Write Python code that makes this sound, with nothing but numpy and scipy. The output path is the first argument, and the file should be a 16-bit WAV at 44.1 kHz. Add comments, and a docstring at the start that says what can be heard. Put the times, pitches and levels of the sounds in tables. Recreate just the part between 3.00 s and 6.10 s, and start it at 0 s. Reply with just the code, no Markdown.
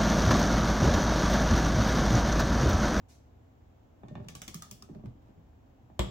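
"""Torque wrench in a pickup bed

A stereo pair in a workshop hears a click-type torque wrench tighten a bolt on a steel bracket lying in the bed.
Ventilation rumbles behind, with one brief early hiss. The handle swings back: noise-burst knocks thud into the bed
in sagging tones, glove and sleeve rub, and the pawl ticks over eight teeth as filtered bursts with rings.
More dull knocks follow under the pull, until the wrench breaks over with one loud crack and ringing modes,
and the bracket thumps and rocks. Generated reflections place the sounds in the room."""
import sys
import numpy as np
from scipy import signal
from scipy.fft import rfft, irfft, next_fast_len
from scipy.io import wavfile

SR = 44100
rng = np.random.default_rng(int(sys.argv[2]) if len(sys.argv) > 2 else 0)


def put_to_file(sound):
    """Save the sound as 16-bit audio at rate SR, in the file named by the first command-line argument."""
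    columns = np.atleast_2d(sound).T  # one column per channel
    safe = np.clip(columns, -1, 1)
    whole_steps = np.round(safe * 32767)
    wavfile.write(sys.argv[1], SR, whole_steps.astype(np.int16))


N = 136710
TIME = np.arange(N) / SR

# Likeness of the two microphones: hz, correlation
MIC_LIKENESS = [(60, 0.92), (130, 0.88), (260, 0.73), (500, 0), (1500, 0), (8000, 0.083), (15000, 0.054)]
# Workshop: hz, reverberation_t60_s, late_level_db, near_reflection_level_db
ROOM_BANDS = [(59, 0.76, -9.5, -8), (235, 0.56, 1, 4.5), (1000, 0.29, 0, -1), (2920, 0.74, -7, 2),
              (6500, 0.27, 8, -4.5), (9600, 0.33, -15.5, -13.5), (15000, 0.45, -9.5, -2.5)]
NEAR_T60_S, REFLECTION_RISE_S = 0.15, 0.00076

# Ventilation spectrum: hz, relative_density_db (per Hz)
VENTILATION_SPECTRUM = [(25, -22), (50, -2.5), (78, 1.5), (115, -2), (170, -14.5), (260, -7.5), (400, -17),
                        (560, -17.5), (780, -17.5), (1200, -27.5), (2000, -34), (3000, -37), (4700, -44.5),
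                        (7400, -43.5), (8600, -58), (11300, -55.5), (12500, -47.5), (16000, -46)]
VENTILATION_DB = -57.5
# Colour of the brief soft hiss: hz, relative_level_db
HISS_SPECTRUM = [(200, -43), (1000, 0), (3000, -1.5), (4500, 0.5), (6300, 7.5), (8500, 0.5), (12000, -4.5),
                 (15500, -10)]
HISS_START_S, HISS_RISE_S, HISS_FALL_S, HISS_DB = 0.081, 0.013, 0.045, -37

# The bracket shifts on the bed: start_s, thud_level_db, thud_start_hz, contact_level_db, contact_lowpass_hz
KNOCKS = [(1.033, -43.5, 349, -24, 1200), (1.083, -51, 406, -33.5, 7300), (1.109, -38.5, 376, -43, 505),
          (1.153, -41, 351, -21, 2300), (1.176, -45.5, 370, -26.5, 1100), (1.200, -39.5, 197, -31, 1530),
          (1.249, -46, 341, -36.5, 800), (1.270, -45.5, 172, -48, 604), (1.889, -58, 476, -31, 990),
          (1.896, -40.5, 389, -36.5, 615), (1.923, -55, 477, -37, 500), (1.953, -41.5, 339, -36.5, 1200),
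          (1.994, -51.5, 330, -35.5, 1213), (2.037, -39, 399, -28.5, 770), (2.066, -39.5, 175, -33, 600),
          (2.286, -51.5, 443.6, -41, 910), (2.372, -51, 95, -60, 509), (2.899, -56, 378, -31, 900),
          (3.027, -34.5, 358, -34, 700), (3.068, -36.5, 192, -19, 587)]
KNOCK_RISE_S, KNOCK_FALL_S, KNOCK_ROOM_DB = 0.0014, 0.0015, 0
THUD_PEAK_S, THUD_SAG_S, THUD_END_HZ, THUD_ROOM_DB = 0.0094, 0.01516, 91.3, -8.5
TOOTH_THUD_HZ, TOOTH_THUD_LAG_S = 306.6, 0.00408
# Colour of the steel bracket's clack: hz, relative_level_db
CLACK_SPECTRUM = [(300, 1.5), (550, -5), (750, 7.5), (930, -3.5), (1130, 4.5), (1420, -8.5), (1830, -1),
                  (2020, -16), (2250, -5.5), (2600, -6), (2870, -5), (3200, -13), (3520, -2), (3900, -12),
                  (5000, -12.5), (7000, -6.5), (11000, -29)]
# Ring of the steel bracket, relative to each contact: hz, level_db, t60_s
BRACKET_MODES = [(751, -35, 0.11), (1146, -46, 0.08), (1700, -43, 0.15), (1818, -40, 0.13),
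                 (2900, -56, 0.064), (3532, -41.5, 0.2)]
# Ring of the bed under the bracket, relative to each thud: hz, level_db, t60_s
BED_MODES = [(31.3, -10, 0.56), (77.7, -2.5, 0.4), (121.3, 6, 0.22), (163.6, 4, 0.18), (233, -4, 0.14),
             (274, 2, 0.08), (330, -2, 0.1), (388.5, 2.5, 0.12), (477, -12.5, 0.2), (602, 0, 0.13)]
BED_RING_DB, BED_LOWPASS_HZ = -10, 380

# Faint rubbing of glove and sleeve: start_s, level_db, fall_s (the rise takes half as long)
RUBS = [(1.177, -28.5, 0.11), (1.938, -40, 0.015), (2.04, -35.5, 0.031), (2.208, -33.5, 0.035),
        (2.268, -37, 0.024)]
# Colour of the rubbing: hz, relative_level_db
RUB_SPECTRUM = [(400, 5.5), (800, 6), (1800, -6), (3800, -14), (7000, -18), (11000, -30)]
GRIT_SPREAD_DB, GRIT_PER_S = 7.5, 350

# The pawl drops over a tooth: start_s, level_db (added to PAWL_DB), tilt_db_per_octave, bed_thud_level_db,
# pan_db (left minus right), rise_s, brightest_ring_hz, clink_hz, clink_db (added to CLINK_DB),
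# muted_hz, brightest_ring_db
TEETH = [(1.2841, 0, -2, -54, 1.5, 0.0023, 2770, 1750, -8, 1420, 9),
         (1.3507, 0, -1, -55, -1, 0.0022, 6050, 1135, 5, 1950, -7),
         (1.4175, 3, -1, -64, -1, 0.00072, 1280, 598, -1.5, 4300, 8),
         (1.4781, 3.5, -1, -47, 1, 0.0027, 3530, 607, -6.5, 1350, -1),
         (1.5423, 4, 2.3, -40.5, 0.5, 0.0023, 5200, 1138, -2.5, 1450, 3),
         (1.621, 1, 0, -64, 1, 0.002, 6140, 1146, -19, 2560, -2),
         (1.7104, 1.5, 2.5, -45.5, 2, 0.0028, 6560, 950, -7.5, 1900, 8),
         (1.8227, -9, 0, -52.5, 1, 0.0011, 5200, 784, 0, 2130, 18)]
PAWL_DB, PAWL_FALL_S, PAWL_ROOM_DB = -21.5, 0.00158, 0.5
# Colour of a tooth before its tilt: hz, relative_level_db
PAWL_SPECTRUM = [(300, -1), (800, -7), (1250, -9.5), (1600, -4.5), (2400, -3), (3400, -1), (4200, -4.5),
                 (5400, 0.5), (6700, 2.5), (8500, -4.5), (10000, -3.5), (11800, -10), (15000, -6)]
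# Ring of the ratchet head, relative to the tick: hz, level_db, t60_s
HEAD_MODES = [(1126, -43.5, 0.05), (1238, -32, 0.02), (1750, -50.5, 0.11), (3340, -45, 0.062),
              (6240, -46.5, 0.11), (7800, -46, 0.14)]
BRIGHT_WIDTH_HZ, MUTE_Q = 300, 5.1
BOUNCE_GAIN, BOUNCE_RANGE_S = 0.38, (0.00037, 0.0014)
CLINK_DB, CLINK_T60_S = -27.5, 0.071

# Colour of the break-over crack: hz, relative_level_db
BREAK_SPECTRUM = [(200, -5.5), (500, 3.5), (750, 1), (1130, 2.5), (1450, -6), (1800, -5), (2150, -6),
                  (2800, -8), (3330, 0), (4400, -15), (5250, -12), (6300, -17.5), (7100, -8), (7650, -4),
                  (8400, -18.5), (10500, -20.5), (12500, -22.5), (15000, -23)]
# Wrench, bracket and bed ring together as the load lets go: hz, level_db, t60_s
JOLT_MODES = [(59.7, -18.5, 0.2), (109.5, -32, 0.26), (129, -27.5, 0.13), (193, -31, 0.24),
              (261, -34, 0.14), (368, -30.5, 0.14), (403, -41, 0.064), (486, -38.5, 0.23),
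              (556, -35.5, 0.13), (760, -44, 0.12), (1010, -48, .1), (1036, -52.5, 0.11),
              (1154, -39.5, 0.091), (2950, -46, .2), (3260, -52, 0.16), (3317, -39.5, 0.15),
              (3454, -47, 0.11), (7280, -60, 0.2), (7800, -60, 0.28)]
BREAK_START_S, BREAK_DB, BREAK_RISE_S, BREAK_FALL_S = 2.9922, -5, 0.00054, 0.003
BREAK_ROOM_DB, JOLT_ROOM_DB = 0, -8

BUILD_UP_CYCLES = 0.59  # time constant of a struck mode
CUTOFF_HZ = 16000


def from_db(db):
    """Decibels to gain."""
    return 10 ** (np.asarray(db) / 20)


def at_hz(points, hz, axis=1):
    """Read a table column on a log-frequency axis."""
    table = np.array(points)
    return np.interp(np.log(np.maximum(hz, 1)), np.log(table[:, 0]), table[:, axis])


def add(out, start_s, sound):
    """Mix a sound in at a time."""
    i = int(start_s * SR)
    out[:, i:i + sound.shape[-1]] += sound[..., :N - i]


def stereo_noise(size):
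    """White noise at two microphones, alike in the bass and nearly unrelated in the treble."""
    alike = np.clip(at_hz(MIC_LIKENESS, np.fft.rfftfreq(size, 1 / SR)), -1, 1)
    mid, side = rfft(rng.standard_normal((2, size)))
    shared = np.sqrt((1 + alike) / 2) * mid
    opposed = np.sqrt((1 - alike) / 2) * side * [[1], [-1]]
    return irfft(shared + opposed, size)


def colour(x, spectrum, tilt_db=0):
    """Causal (minimum-phase) filter with the given spectrum and unit power gain."""
    size = 2 * next_fast_len(x.shape[-1])
    hz = np.fft.rfftfreq(size, 1 / SR)
    octaves = np.log2(np.maximum(hz, spectrum[0][0]))
    gain = from_db(at_hz(spectrum, hz) + tilt_db * octaves)
    cepstrum = irfft(np.log(gain / np.sqrt(np.mean(gain ** 2))))
    # Folding the cepstrum forward in time gives minimum phase
    cepstrum[1:size // 2] *= 2
    cepstrum[size // 2 + 1:] = 0
    response = np.exp(rfft(cepstrum))
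    return irfft(rfft(x, size) * response)[..., :x.shape[-1]]


def soften(x, hz):
    """A soft contact: two-pole low-pass."""
    return signal.sosfilt(signal.butter(2, min(hz, SR / 3), fs=SR, output="sos"), x)


def chatter(rise_s, fall_s):
    """A contact's rush of tiny impacts: noise that swells and dies, of nearly even spectrum and unit energy."""
    t = TIME[:SR // 2]
    swell = np.minimum(t / rise_s, 1) * np.exp(-np.maximum(t - rise_s, 0) / fall_s)
    x = stereo_noise(len(t)) * swell
    # Alternately flatten the spectrum and confine the burst in time
    for _ in range(4):
        flat = irfft(np.exp(1j * np.angle(rfft(x))), len(t))
        x = flat * np.minimum(5 * swell, 1)
    return x / np.sqrt(np.sum(x ** 2, axis=1, keepdims=True))


def ring(modes, scatter_db=0):
    """Struck modes build up over part of a cycle; the higher ones reach the two microphones out of step."""
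    t, out = TIME[:SR // 2], 0
    for hz, db, t60_s in modes:
        half_angle = np.arccos(np.clip(at_hz(MIC_LIKENESS, hz), -1, 1)) / 2
        phase = half_angle * rng.choice([-1, 1]) * np.array([[1], [-1]])
        decay = from_db(db + scatter_db * rng.normal() - 60 * t / t60_s)
        build_up = 1 - np.exp(-t * hz / BUILD_UP_CYCLES)
        out = out + rng.choice([-1, 1]) * decay * build_up * np.sin(2 * np.pi * hz * t + phase)
    return out


def workshop():
    """Impulse response: quick reflections off the bed walls, then the hall, each octave dying at its own rate."""
    t, out = TIME[:SR * 2 // 3], 0
    white, bins = rfft(stereo_noise(len(t))), np.fft.rfftfreq(len(t), 1 / SR)
    for hz in 62.5 * 2 ** np.arange(9):
        octave = np.maximum(1 - abs(np.log2((bins + 1) / hz)), 0)
        band = irfft(white * octave, len(t))
        late = at_hz(ROOM_BANDS, hz), at_hz(ROOM_BANDS, hz, axis=2)
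        near = NEAR_T60_S, at_hz(ROOM_BANDS, hz, axis=3)
        for t60_s, db in late, near:
            decay = from_db(-60 * t / t60_s) * np.minimum(t / REFLECTION_RISE_S, 1) ** 2
            out = out + from_db(db) * band * decay / np.sqrt(np.sum(decay ** 2))
            band = band[:, ::-1]  # the same noise backwards serves the near reflections
    return out


def in_room(x, room, wet_db):
    """Direct sound plus its reflections, which are fed from the left channel."""
    wet = signal.fftconvolve(x[:1], room, axes=1)[:, :x.shape[-1]]
    return x + from_db(wet_db) * wet


def background(room):
    """Steady ventilation as coloured noise, and one brief soft hiss as a slow noise burst."""
    # One second of lead-in lets the filter settle
    out = from_db(VENTILATION_DB) * colour(stereo_noise(N + SR), VENTILATION_SPECTRUM)[:, SR:]
    hiss = from_db(HISS_DB) * colour(chatter(HISS_RISE_S, HISS_FALL_S), HISS_SPECTRUM)
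    add(out, HISS_START_S, in_room(hiss, room, wet_db=7.5))
    return out


def bending_wave(start_hz):
    """A thud crosses the sheet-metal bed: its higher tones arrive first, so the pitch sags."""
    t = TIME[:SR // 4]
    hz = THUD_END_HZ + (start_hz - THUD_END_HZ) * np.exp(-t / THUD_SAG_S)
    swell = t / THUD_PEAK_S * np.exp(1 - t / THUD_PEAK_S)
    return swell * np.sin(2 * np.pi * np.cumsum(hz) / SR)


def bracket(room):
    """Knocks and ratchet teeth thud into the bed; knocks also make the bracket clack and ring."""
    thuds, clacks = np.zeros((2, 2, N))
    knock_thuds = [row[:3] for row in KNOCKS]
    tooth_thuds = [(row[0] + TOOTH_THUD_LAG_S, row[3], TOOTH_THUD_HZ) for row in TEETH]
    for start_s, db, start_hz in knock_thuds + tooth_thuds:
        add(thuds, start_s, from_db(db) * bending_wave(start_hz))
        bed = soften(ring(BED_MODES, scatter_db=4.5), BED_LOWPASS_HZ)
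        add(thuds, start_s, from_db(db + BED_RING_DB) * bed)
    for start_s, _, _, db, lowpass_hz in KNOCKS:
        clack = colour(chatter(KNOCK_RISE_S, KNOCK_FALL_S), CLACK_SPECTRUM)
        steel = ring(BRACKET_MODES, scatter_db=3.0)
        add(clacks, start_s, from_db(db) * soften(clack + steel, lowpass_hz))
    return in_room(thuds, room, THUD_ROOM_DB) + in_room(clacks, room, KNOCK_ROOM_DB)


def rubbing(room):
    """Glove and sleeve slide a little as the grip changes, catching and slipping in fine grains."""
    out = np.zeros((2, N))
    for start_s, db, fall_s in RUBS:
        slide = chatter(fall_s / 2, fall_s)
        grains = rng.standard_normal(SR // 20)
        wander = np.interp(TIME[:SR // 2] * GRIT_PER_S, np.arange(SR // 20), grains)
        grit = from_db(GRIT_SPREAD_DB * wander)
        rub = colour(slide * grit / np.sqrt(np.mean(grit ** 2)), RUB_SPECTRUM)
        add(out, start_s, from_db(db) * rub)
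    return in_room(out, room, wet_db=-4.5)


def ratchet():
    """Each tooth is a steel tick with a bounce and a clink; the head turns, so colour and reflections change."""
    out = np.zeros((2, N))
    for (start_s, db, tilt_db, _, pan_db, rise_s,
         bright_hz, clink_hz, clink_db, mute_hz, bright_db) in TEETH:
        tick = colour(chatter(rise_s, PAWL_FALL_S), PAWL_SPECTRUM, tilt_db)
        bounce_samples = int(rng.uniform(*BOUNCE_RANGE_S) * SR)
        tick = tick + BOUNCE_GAIN * np.roll(tick, bounce_samples, axis=1)
        # One band stays nearly unexcited, another rings brightest
        tick = signal.lfilter(*signal.iirnotch(mute_hz, MUTE_Q, fs=SR), tick)
        peak = signal.iirpeak(bright_hz, bright_hz / BRIGHT_WIDTH_HZ, fs=SR)
        bright = from_db(bright_db) * signal.lfilter(*peak, tick)
        # Socket or bracket clink
        clink = ring([(clink_hz, CLINK_DB + clink_db, CLINK_T60_S)])
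        head = ring(HEAD_MODES, scatter_db=7.0)
        sound = in_room(tick + head, workshop(), PAWL_ROOM_DB) + bright + clink
        pan = pan_db * np.array([[.5], [-.5]])
        add(out, start_s, from_db(PAWL_DB + db + pan) * sound)
    return out


def break_over(room):
    """The torque is reached: a hard crack, and everything under load rings."""
    out = np.zeros((2, N))
    crack = from_db(BREAK_DB) * colour(chatter(BREAK_RISE_S, BREAK_FALL_S), BREAK_SPECTRUM)
    jolt = ring(JOLT_MODES)
    add(out, BREAK_START_S, in_room(crack, room, BREAK_ROOM_DB) + in_room(jolt, room, JOLT_ROOM_DB))
    return out * from_db([[.7], [-.7]])  # slightly left


def scene():
    """All sources in the one workshop."""
    room = workshop()
    return background(room) + bracket(room) + rubbing(room) + ratchet() + break_over(room)


def record(dry):
    """The top is cut steeply by an elliptic low-pass."""
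    return signal.sosfilt(signal.ellip(10, .2, 70, CUTOFF_HZ, fs=SR, output="sos"), dry)


dry = scene()
out = record(dry)
put_to_file(out)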